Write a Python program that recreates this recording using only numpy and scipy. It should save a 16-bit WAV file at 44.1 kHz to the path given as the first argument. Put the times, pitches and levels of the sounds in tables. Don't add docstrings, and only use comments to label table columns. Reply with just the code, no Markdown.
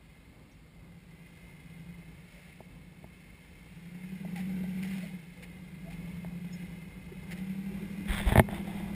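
import sys
import numpy as np
from scipy import signal
from scipy.fft import rfft, irfft
from scipy.io import wavfile
from scipy.ndimage import uniform_filter1d

SR = 44100
rng = np.random.default_rng(int(sys.argv[2]) if len(sys.argv) > 2 else 0)


def wav_out(sig):
    wavfile.write(sys.argv[1], SR, np.round(np.clip(np.atleast_2d(sig).T, -1, 1) * 32767).astype(np.int16))


N = 394681
TIME = np.arange(N) / SR

# time in seconds, speed in revolutions per minute.
CRANK_SPEED = [(0.0, 791), (0.43, 853), (1.19, 1078), (1.53, 1085), (1.9, 1314), (2.28, 1123), (3.61, 1144),
               (4.1, 1423), (4.46, 1751), (4.63, 1687), (4.94, 1789), (5.24, 1136), (5.45, 998),
               (5.62, 1110), (6.05, 1275), (6.6, 1330), (7.12, 1088), (7.41, 1416), (8.03, 1575),
               (8.69, 1540), (8.95, 1592)]
# relative pulse strength, travel time through the manifold in ms.
CYLINDERS = [(0.83, 4.52), (1.09, 6.41), (0.3, 5.14), (1.03, 4.38), (0.91, 0.0), (0.57, 4.41), (1.48, 5.12),
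             (0.79, 0.02)]
CRANK_START = .095


def firings():
    rpm = follow(CRANK_SPEED)
    count = len(CYLINDERS)
    cycles = np.cumsum(rpm / (2 * 60)) / SR + CRANK_START
    fired = np.floor(count * cycles).astype(int)
    at = np.flatnonzero(np.diff(fired)) + 1
    strength, travel_ms = np.transpose(CYLINDERS)[:, fired[at] % count]
    spread = .04 + .08 * (rpm.min() / rpm[at]) ** 2
    arrival = at + np.round(travel_ms * SR / 1000).astype(int)
    pulses = np.zeros(N)
    pulses[np.minimum(arrival, N - 1)] = strength * (1 + spread * rng.standard_normal(len(at)))
    return pulses


# time in seconds, effort in dB, of which each engine sound takes a share.
EFFORT = [(0, -0.5), (.45, -8.5), (1.0, 1.5), (1.35, -4), (1.85, 0), (2.35, -6), (2.95, -4.5), (3.36, -11),
          (3.95, -0.5), (4.6, 3), (5.35, -2), (6.4, 2), (6.95, -4.5), (7.5, 1.5), (7.9, -3)]
CRUISE_RPM = 1200


def loudness(law):
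    db, doubling_db, nearing_db_per_s, share = law
    speed_db = doubling_db * np.log2(follow(CRANK_SPEED) / CRUISE_RPM)
    return amp(db + speed_db + nearing_db_per_s * TIME + share * follow(EFFORT))


# frequency in Hz before the heat shift, relative gain in dB.
PIPE = [(20, -42), (55, -23), (80, -22), (110, -22), (125, -27), (140, -12), (155, -7), (170, -1), (185, 3),
        (200, -10.5), (215, -25), (240, -35), (380, -32), (480, -42), (1500, -65)]
# level in dB at cruising speed and time zero, dB per doubling of speed,
# dB per second as the car nears and turns side-on, share of the effort.
DRONE_LAW = (-51, 15.5, 1.1539, 1.08)
HEAT_PER_DOUBLING, HEAT_PER_S, WARM_AT_S = .117, .009, 6
THROB = 0.19


def exhaust(pulses):
    speed_heat = HEAT_PER_DOUBLING * np.log2(follow(CRANK_SPEED) / CRUISE_RPM)
    pitch = 1 + speed_heat + HEAT_PER_S * (TIME - WARM_AT_S)
    clock = np.cumsum(pitch)
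    ticks = np.arange(clock[-1])
    ringing = colour(np.interp(ticks, clock, pulses), PIPE)
    note = np.interp(clock, ticks, ringing)
    note = note * smooth(note ** 2, size=450) ** THROB
    levelled = note / np.sqrt(smooth(note ** 2, size=7000))
    return loudness(DRONE_LAW) * levelled


def puff_strength(pulses):
    return unit(signal.lfilter([1], [1, -np.exp(-1 / (.009 * SR))], pulses ** 2))


# frequency in Hz, relative density in dB per Hz.
GAS = [(150, -32), (260, 2), (365, -1), (454, -3), (722, -16), (808, -6), (977, -15.5), (1290, -26),
       (1400, -12.5), (1820, -35), (3080, -120)]
# level in dB at cruising speed and time zero, dB per doubling of speed,
# dB per second of nearing, share of the effort.
GAS_LAW = (-69, 9.5, 1.303, 0.32)


def gas_rush(puffs, steady=1.0, flutter_db=1.5):
    flow = rng.standard_normal(N) * (steady + puffs)
    gas = colour(flow * amp(flutter_db * wander(11.3)), GAS)
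    return loudness(GAS_LAW) * unit(gas)


# frequency in Hz, relative density in dB per Hz.
BAY = [(900, -21), (1300, -23.5), (1640, -13), (1900, -14.5), (2100, -2), (2330, -13), (2500, -9.5),
       (2800, -15.5), (3240, -18), (3800, -20.5), (4700, -27), (5800, -20.5)]
# level in dB at cruising speed and time zero, dB per doubling of speed,
# dB per second of nearing, share of the effort.
BAY_LAW = (-59, 6.5, 0.6252, 0.18)


def engine_bay(puffs, steady=5, drift_db=1.3):
    bay = colour(rng.standard_normal(N) * (steady + puffs), BAY)
    bay = ground_echo(bay) * amp(drift_db * wander(2.1))
    return loudness(BAY_LAW) * unit(bay)


def ground_echo(x):
    delay_s = .0024 + .00012 * wander(1)
    return x + .35 * np.interp(TIME - delay_s, TIME, x)


# start in seconds, length in seconds, level in dB.
SCRAPES = [(2.28, 0.44, -58.5), (4.357, 0.074, -44), (4.825, 0.065, -47.5), (4.87, 0.28, -50),
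           (5.423, 0.032, -47.5), (5.9, 0.063, -51), (7.308, .04, -42), (7.364, 0.046, -52)]
# frequency in Hz, relative density in dB per Hz.
GRIT = [(300, -16), (800, -5), (1200, -17.5), (2100, 3.5), (3200, -7.5), (4500, -12.5), (5800, -12.5)]


def tyres():
    return friction(SCRAPES, GRIT, grain_db=2.5, rise=.07)


def friction(strokes, spectrum, grain_db, rise):
    force = np.zeros(N)
    for s, length, db in strokes:
        force += amp(db) * np.interp((TIME - s) / length, [0, rise, .55, 1], [0, 1, .8, 0])
    slips = unit(rng.standard_normal(N) * amp(grain_db * wander(180)))
    return colour(slips * force, spectrum) / np.std(colour(slips, spectrum))


JUDDER_FROM_S, JUDDER_PER_S, JUDDER_LENGTH_S = 7.65, 12, 0.049
JUDDER_HZ, JUDDER_SPREAD = 341.7, 0.13
JUDDER_DB = -45.5


def judder():
    out = np.zeros(N)
    t = np.arange(0, JUDDER_LENGTH_S, 1 / SR)
    swell = np.sin(np.pi * t / JUDDER_LENGTH_S) ** 2
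    for k, (late, pitch, strength) in enumerate(rng.random(size=(40, 3))):
        hz = JUDDER_HZ * (1 + JUDDER_SPREAD * (2 * pitch - 1))
        grunt = swell * np.sin(2 * np.pi * hz * t)
        add(out, JUDDER_FROM_S + (k + late) / JUDDER_PER_S, amp(JUDDER_DB) * (.5 + strength) * grunt)
    return out


# start in seconds, length in seconds,
# middle pitch in Hz, peak level in dB before the roughness.
SQUEAKS = [(0.512, 0.027, 5600, -62), (2.235, 0.28, 577, -65), (4.352, 0.051, 785, -50.5),
           (5.013, 0.072, 604, -53), (5.016, 0.052, 4330, -63), (5.363, 0.095, 497, -58.5),
           (5.843, 0.078, 677, -54), (6.523, 0.043, 5270, -50), (6.616, 0.053, 330, -51),
           (7.11, .04, 372, -55)]


def squeaks(waver_hz=35, rough_db=4.5):
    out = np.zeros(N)
    drift_hz = waver_hz * wander(144)
    for s, length, hz, db in SQUEAKS:
        swell = np.sin(np.pi * np.clip((TIME - s) / length, 0, 1))
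        out += amp(db) * swell * np.sin(2 * np.pi * np.cumsum(hz + drift_hz) / SR)
    return out * amp(rough_db * wander(44))


# frequency in Hz, relative level in dB, 60 dB decay time in seconds.
CASE_MODES = [(117.3, -2, 0.088), (224.4, -3, 0.067), (366, -6.5, 0.062), (648, -6, 0.03), (854, -6, 0.028),
              (1120, 4, 0.0023), (1460, -4.5, 0.0081), (1816, -7, 0.018), (2167, -8, 0.021),
              (3530, -1, 0.0025)]
# start in seconds, strength in dB, contact time in ms,
# extra gain of the modes below 500 Hz in dB.
KNOCKS = [(2.604, -31.5, 1.06, -10), (3.041, -35, 0.92, -6), (4.248, -29, 1.2, -12),
          (4.639, -31.5, 1.4, -15), (6.246, -32, 0.65, -10), (8.202, -27, 0.24, -24),
          (8.297, -33, 1.7, -12), (8.32, -19.5, 0.5, -0.5), (8.356, -9.5, 0.41, -5), (8.368, -18, 0.46, -6),
          (8.376, -11.5, 0.27, -7.5), (8.395, -4, 0.353, -6), (8.487, -27, 0.42, -4)]


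def knocks():
    out = np.zeros(N)
    t = np.arange(SR // 5) / SR
    hz, mode_db, t60 = np.transpose(CASE_MODES)[:, :, None]
    decay = np.exp(-np.log(1000) * t / t60)
    rings = amp(mode_db) * decay * np.sin(2 * np.pi * hz * t)
    rings[1::2] *= -1
    low = hz < 500
    for s, db, contact_ms, thud_db in KNOCKS:
        force = np.sin(np.pi * np.minimum(1000 * t[:200] / contact_ms, 1)) ** 2
        ringing = (amp(db + thud_db * low) * rings).sum(0)
        add(out, s, -np.convolve(ringing, force / force.sum()))
    return out


# centre time in seconds, frequency in Hz, peak level in dB.
PUSHES = [(8.109, 45.2, -22.5), (8.278, 49.6, -16.5), (8.319, 62.7, -28), (8.384, 100.3, -10)]


def pushes(width_cycles=0.48):
    out = np.zeros(N)
    for s, push_hz, db in PUSHES:
        cycles = (TIME - s) * push_hz
        swell = np.exp(-np.minimum((cycles / width_cycles) ** 2 / 2, 20))
        out -= amp(db) * swell * np.cos(2 * np.pi * cycles)
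    return out


# start in seconds, length in seconds, hiss of the skin in dB,
# hollow answer of the case in dB.
RUBS = [(8.072, 0.23, -34.5, -53.5), (8.19, 0.15, -69, -63), (8.258, 0.14, -36.5, -38),
        (8.364, 0.059, -37.5, -37), (8.493, 0.14, -43.5, -44.5), (8.628, 0.35, -50, -49.5)]
# frequency in Hz, relative density in dB per Hz.
SKIN = [(100, 11), (400, -10.5), (750, -5), (1200, -6), (2000, 1.5), (2900, -8), (3500, -1.5),
        (4300, -19.5), (5800, -19)]
# frequency in Hz, relative density in dB per Hz.
HOLLOW = [(200, -26), (330, 0.5), (520, -17), (650, -0.5), (780, -0.5), (900, -3), (1200, -20.5),
          (3000, -43)]


def fingers():
    skin_strokes = [(s, length, skin_db) for s, length, skin_db, _ in RUBS]
    case_strokes = [(s, length, case_db) for s, length, _, case_db in RUBS]
    skin = friction(skin_strokes, SKIN, grain_db=2.5, rise=.12)
    case = friction(case_strokes, HOLLOW, grain_db=3, rise=.12)
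    return skin + case


# frequency in Hz, relative density in dB per Hz.
WIND = [(12, -49), (20, -23.5), (48, 4.5), (97, -2.5), (244, -8.5), (429, -20), (492, -16.5), (730, -25),
        (1200, -24.5), (1560, -50), (2640, -120)]
# time in seconds, change of level in dB.
BREEZE = [(0, -1.5), (2.8, -1), (4.7, -4), (5.6, 1.5), (7.3, 2.5), (8.95, 7.5)]
# frequency in Hz, relative density in dB per Hz.
NEEDLES = [(500, -3.5), (1300, 2.5), (3000, -0.5), (4500, -1), (5800, -11)]
# frequency in Hz, relative density in dB per Hz.
FOREST = [(60, -17.5), (130, 3), (250, 0.5), (400, -7.5), (650, -13.5), (800, -9), (1200, -27), (2500, -45)]


def wind(wind_db=-55, gust_db=2, needles_db=-69, forest_db=-66):
    rumble = unit(noise(WIND) * amp(gust_db * wander(3.6)))
    breeze = amp(wind_db + follow(BREEZE)) * rumble
    return breeze + amp(needles_db) * noise(NEEDLES) + amp(forest_db) * noise(FOREST)


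def amp(db):
    return 10 ** (np.asarray(db) / 20)


def unit(x):
    return x / np.sqrt(np.mean(x ** 2) + 1e-20)


def follow(rows):
    return np.interp(TIME, *np.transpose(rows))


def add(mix, s, sound):
    part = mix[max(round(s * SR), 0):][:len(sound)]
    part += sound[:len(part)]


def colour(x, spectrum, size=16384):
    hz, db = np.transpose(spectrum)
    bins_hz = abs(np.fft.fftfreq(size, 1 / SR))
    log_gain = np.interp(np.log(bins_hz + 1), np.log(hz + 1), db) * np.log(10) / 20
    response = np.fft.ifft(np.exp(np.conj(signal.hilbert(log_gain)))).real
    return signal.oaconvolve(x, response[:size // 2])[:len(x)]


def noise(spectrum):
    return unit(colour(rng.standard_normal(N + SR), spectrum)[SR:])


def wander(rate):
    hz = np.fft.rfftfreq(N, 1 / SR)
    return unit(irfft(rfft(rng.standard_normal(N)) / (1 + (hz / rate) ** 4), N))


def smooth(power, size):
    return abs(uniform_filter1d(uniform_filter1d(power, size), size)) + 1e-15


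def scene():
    pulses = firings()
    puffs = puff_strength(pulses)
    engine = exhaust(pulses) + gas_rush(puffs) + engine_bay(puffs)
    contact = tyres() + judder() + squeaks()
    hand = knocks() + pushes() + fingers()
    return (engine + contact + hand + wind())[None]


def record(dry, top_hz=15400):
    coarse = signal.resample_poly(dry, 40, 147, axis=1, window=("kaiser", 6))
    coarse = signal.oaconvolve(coarse, signal.firwin(41, 5700, fs=12000)[None], "same")
    held = np.repeat(coarse, 4, axis=1)
    held = signal.resample_poly(held, 147, 160, axis=1)[:, :N]
    band_limit = signal.firwin(301, top_hz, window=("kaiser", 9), fs=SR)
    return signal.oaconvolve(held, band_limit[None], "same")


dry = scene()
out = record(dry)
wav_out(out)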